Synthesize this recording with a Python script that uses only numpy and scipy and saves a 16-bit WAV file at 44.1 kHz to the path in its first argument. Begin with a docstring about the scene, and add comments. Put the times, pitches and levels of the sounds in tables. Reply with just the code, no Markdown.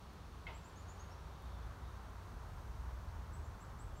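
"""Outside a building, distant traffic is heard from the start: a rumble, two droning engines and the
steady wash of tyres, with a faint hiss and tiny ticks. Half a second in, something hard is knocked
once, and the walls answer. Right after, a small bird whistles a run of thin, upswept chirps. Another
bird twitters faintly, farther off. Near the end the first bird sings a second run."""
import sys
import numpy as np
from scipy import signal
from scipy.fft import rfft, irfft, next_fast_len
from scipy.io import wavfile
from scipy.ndimage import map_coordinates

SR = 44100
rng = np.random.default_rng(int(sys.argv[2]) if len(sys.argv) > 2 else 0)


def inscribe(sig):
    """Save sig as 16-bit PCM at rate SR to the path in sys.argv[1].

    A 1-D sig is mono; a 2-D sig holds one channel per row.
    Samples are clipped to [-1, 1] before scaling.
    """
    pcm = np.round(np.clip(np.atleast_2d(sig).T, -1, 1) * 32767)
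    wavfile.write(sys.argv[1], SR, pcm.astype(np.int16))


N = 176400  # 4 seconds


def amp(db):
    """Turns decibels into a number to multiply a sound by."""
    return 10 ** (np.asarray(db) / 20)


def fade(t, t60):
    """A dying away that loses 60 dB in t60 seconds (the fade time)."""
    return amp(-60 * t / t60)


def along(points, hz):
    """Reads between (frequency, value) points on a logarithmic frequency scale."""
    freqs, values = np.transpose(points)
    return np.interp(np.log(hz + 1), np.log(freqs + 1), values)


def curve(rows):
    """Joins (time, value) points with straight lines, one value per sample."""
    return np.interp(np.arange(N) / SR, *np.transpose(rows))


def wobble(rate):
    """A smooth curve through `rate` random values a second."""
    return map_coordinates(rng.standard_normal(N // 16), [np.arange(N) * rate / SR], mode="wrap")


def filtered(x, response):
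    """Scales each frequency in x by response(frequency)."""
    size = next_fast_len(N + SR // 2)
    hz = np.fft.rfftfreq(size, 1 / SR)
    return irfft(rfft(x, size) * response(hz), size)[:N]


def noise(spectrum):
    """Noise shaped by (frequency, level) points, at an average (rms) strength of 1."""
    shaped = filtered(rng.standard_normal(N), lambda hz: amp(along(spectrum, hz)))
    return shaped / np.sqrt(np.mean(shaped ** 2) + 1e-20)


def add(track, s, sound):
    """Mixes a sound into the track at s seconds."""
    part = track[round(s * SR):][:len(sound)]
    part += sound[:len(part)]


def yard(x):
    """Sound lingers between the buildings as a blur of echoes; the highest tones die first."""
    # how long the yard rings: f/Hz, fade time/s
    fade_times = [(200, .45), (2000, 0.81), (8000, 0.43), (14000, 0.1)]
    hz, t, spectrum = signal.stft(rng.standard_normal(SR // 2), SR, nperseg=256)
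    spectrum *= fade(t, along(fade_times, hz)[:, None])
    _, tail = signal.istft(spectrum, SR, nperseg=256)
    return signal.fftconvolve(x, tail / np.linalg.norm(tail))


def background():
    """The steady low wash of the town, with a faint hiss and a higher fizz."""
    # tone colour of each noise: f/Hz, level/dB
    town = [(60, -12.5), (120, -1.5), (155, 4.5), (220, -2.5), (310, -5.5), (430, -6), (600, -18.5),
            (1000, -22.5), (3000, -57)]
    hiss = [(500, -5.5), (2500, 2), (3600, 2.5), (4550, 2), (4850, -3), (5400, -2.5), (6500, -6),
            (7600, -12), (9500, -11.5), (15500, -22)]
    fizz = [(2000, -26), (6000, 8), (7700, 1), (9300, 2), (9900, -2.5), (10400, -9.5), (11100, -0.5),
            (13000, 0), (15500, -3.5)]
    # their slow changes in loudness: t/s, level/dB
    hiss_level = [(0, -69), (1, -69), (1.8, -70.5), (2.3, -71), (4, -73)]
    fizz_level = [(0, -77.5), (1.8, -76), (2.5, -74), (4, -75.5)]
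    return (amp(-61) * noise(town)
            + amp(curve(hiss_level)) * noise(hiss)
            + amp(curve(fizz_level)) * noise(fizz))


def engine(rows):
    """A far engine: only its slightly unsteady firing tone carries."""
    s, hz, db = np.transpose(rows)
    pitch = curve(np.c_[s, hz]) * (1 + 0.01176 * wobble(rate=11))
    level = amp(curve(np.c_[s, db]) - 0.5 * wobble(rate=6.4))
    return np.sqrt(2) * level * np.sin(2 * np.pi * np.cumsum(pitch) / SR)


def traffic():
    """Two engines drone in a swelling rumble, under the even wash of tyres."""
    # tone colour of the rumble and the tyres: f/Hz, level/dB
    rumble_colour = [(20, -42), (30, -14), (42, 0.5), (52, -4), (70, -1.5), (88, -7), (105, -6),
                     (135, -15.5), (200, -30), (400, -47.5), (1000, -96)]
    tyre_colour = [(100, -16.5), (300, -11), (560, -2.5), (760, -1.5), (1030, 1), (1250, -1.5),
                   (1600, -6.5), (2000, -13), (2700, -20.5), (5000, -30.5), (15000, -42)]
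    # their loudness over time: t/s, level/dB
    rumble_level = [(0, -57.5), (.36, -58), (.48, -50), (.7, -58), (1.35, -54.5), (1.8, -50.5), (2.1, -56),
                    (2.55, -50), (2.95, -52), (3.45, -49.5), (3.6, -53.5), (3.8, -48.5), (4, -48)]
    tyre_level = [(0, -62.5), (.4, -61.5), (.9, -59), (2, -59), (3.1, -59), (4, -58.7)]
    # each engine's firing tone: t/s, f/Hz, level/dB
    low_drone = [(0, 62.7, -59), (1.25, 62, -58.5), (1.6, 59, -49.5), (1.85, 58.83, -54), (2.1, 59.14, -53),
                 (2.5, 59.25, -57.5), (2.85, 61.35, -46), (3.15, 62.1, -52.5), (3.35, 60.7, -59),
                 (4, 61, -63)]
    high_drone = [(0, 91, -69), (.5, 89.8, -61), (.7, 90, -61.5), (.9, 88.36, -52), (1.3, 90.3, -62),
                  (1.8, 89.8, -58.5), (2.3, 92, -57), (2.7, 84, -55.5), (3.15, 81.3, -53),
                  (3.45, 75.17, -49.5), (3.65, 75, -62), (4, 78, -69)]
    rumble = amp(curve(rumble_level)) * noise(rumble_colour)
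    tyres = amp(curve(tyre_level) + 0.41 * wobble(rate=7.68)) * noise(tyre_colour)
    return rumble + engine(low_drone) + engine(high_drone) + tyres


def ticks():
    """Tiny bursts of noise close by: one faint, dry click and a random scatter of fainter ones."""
    # the clearest click: t/s, level/dB
    clicks = [(1.422, -61)]
    strays_per_s, stray_db, spread_db = 4.6, -73, 9
    out, t = np.zeros(N), np.arange(SR // 10) / SR
    gap_draws, level_draws = rng.random((40, 2)).T
    times = np.cumsum(-np.log(gap_draws)) / strays_per_s
    levels = stray_db + spread_db * (2 * level_draws - 1)
    for s, db in [*clicks, *zip(times, levels)]:
        add(out, s, amp(db) * fade(t, t60=0.014) * rng.standard_normal(len(t)))
    return out


def knock():
    """A hard thing cracks and rings briefly when hit; the walls' duller answer builds up and fades."""
    # the blow: t/s, level/dB
    blows = [(0.4671, -44.5)]
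    # the tones the thing rings with: f/Hz, relative level/dB, fade time/s
    tones = [(2133, 7.5, 0.052), (2050, -7, .08), (2610, -7, 0.1), (3145, -17, 0.14), (1470, -8, 0.065)]
    # tone colour of the crack and of the walls' answer: f/Hz, level/dB
    crack_colour = [(200, -20), (900, 0), (1700, -6), (2300, -3), (3300, -2), (4400, -13), (6500, -34),
                    (12000, -50)]
    answer_colour = [(100, -15), (300, -5.5), (600, 4), (800, -1), (920, 10.5), (1100, -0.5), (1750, -8),
                     (2130, 2.5), (2350, -4.5), (2600, -4), (3200, -5), (4400, -17), (6500, -31),
                     (12000, -37)]
    out, t = np.zeros(N), np.arange(N) / SR
    rise = lambda seconds: 1 - np.exp(-t / seconds)
    for s, db in blows:
        ring = sum(amp(level) * fade(t, t60) * np.sin(2 * np.pi * hz * t) for hz, level, t60 in tones)
        crack = amp(-5.5) * fade(t, t60=0.055) * noise(crack_colour)
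        add(out, s, amp(db) * rise(seconds=0.0018) * (ring + crack))
        answer = rise(seconds=0.0089) * fade(t, t60=0.4) * noise(answer_colour)
        add(out, s + 0.0055, amp(db - 4) * answer)  # the walls answer a moment later
    return out


def whistle(length, start_hz, end_hz, waver):
    """One thin note that starts softly, slides in pitch and levels off; waver makes the pitch shake."""
    attack_s, release_s, flutter_db = 0.020, 0.011, 2.2
    t = np.arange(int(length * SR)) / SR
    slide = np.clip(1 - t / length, 0, 1) ** 1.8  # a higher power levels off sooner
    hz = end_hz + (start_hz - end_hz) * slide
    hz *= 1 + waver * wobble(rate=430)[:len(t)]
    swell = np.clip(t / attack_s, 0, 1) ** 2 * np.clip((length - t) / release_s, 0, 1)
    flutter = amp(flutter_db * wobble(rate=193)[:len(t)])
    return np.sqrt(2) * swell * flutter * np.sin(2 * np.pi * np.cumsum(hz) / SR)


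def far_bird():
    """Lower, shakier notes, heard only as a blur of echoes."""
    # the twitter: t/s, length/s, start f/Hz, end f/Hz, level/dB
    notes = [(1.229, 0.046, 3800, 3620, -79), (1.312, 0.038, 3600, 3680, -74),
             (1.39, 0.079, 3470, 3620, -77), (1.48, 0.0863, 3630, 3570, -76), (1.80, .08, 3590, 3800, -79)]
    out = np.zeros(N)
    for s, length, start_hz, end_hz, db in notes:
        add(out, s, amp(db) * yard(whistle(length, start_hz, end_hz, waver=0.06)))
    return out


def near_bird():
    """Each rising chirp arrives directly, bounces off the nearest walls and lingers in the yard."""
    # two runs of chirps: t/s, length/s, start f/Hz, end f/Hz, level/dB
    chirps = [(0.529, 0.048, 7005, 7720, -68.5), (0.627, 0.054, 6000, 7720, -69.5),
              (0.745, 0.064, 5634, 7160, -68.5), (0.865, 0.052, 5516, 7250, -67.5),
              (0.98, 0.041, 5600, 6780, -65), (1.096, 0.042, 4900, 5760, -67.5),
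              (3.316, .049, 7080, 8100, -69), (3.42, .054, 5750, 7600, -76),
              (3.587, 0.053, 6370, 7900, -72.5), (3.778, 0.048, 6550, 8150, -67),
              (3.95, .052, 7000, 7700, -72.5)]
    # echoes off nearby walls: delay/s, relative level/dB
    walls = [(.0031, -16), (.0074, -18), (.0135, -8), (.021, -18), (0.051, -20)]
    out = np.zeros(N)
    for s, length, start_hz, end_hz, db in chirps:
        note = amp(db) * whistle(length, start_hz, end_hz, waver=0.005)
        add(out, s, note)
        add(out, s, amp(-5.5) * yard(note))
        for delay, wall_db in walls:
            add(out, s + delay, amp(wall_db) * note)
    return out


def scene():
    """Mixes all the sounds into one channel."""
    return (background() + near_bird() + far_bird() + knock() + ticks() + traffic())[None]


def record(dry):
    """Cuts off the very highest treble."""
    return filtered(dry[0], lambda hz: hz < 15780)[None]


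dry = scene()
out = record(dry)
inscribe(out)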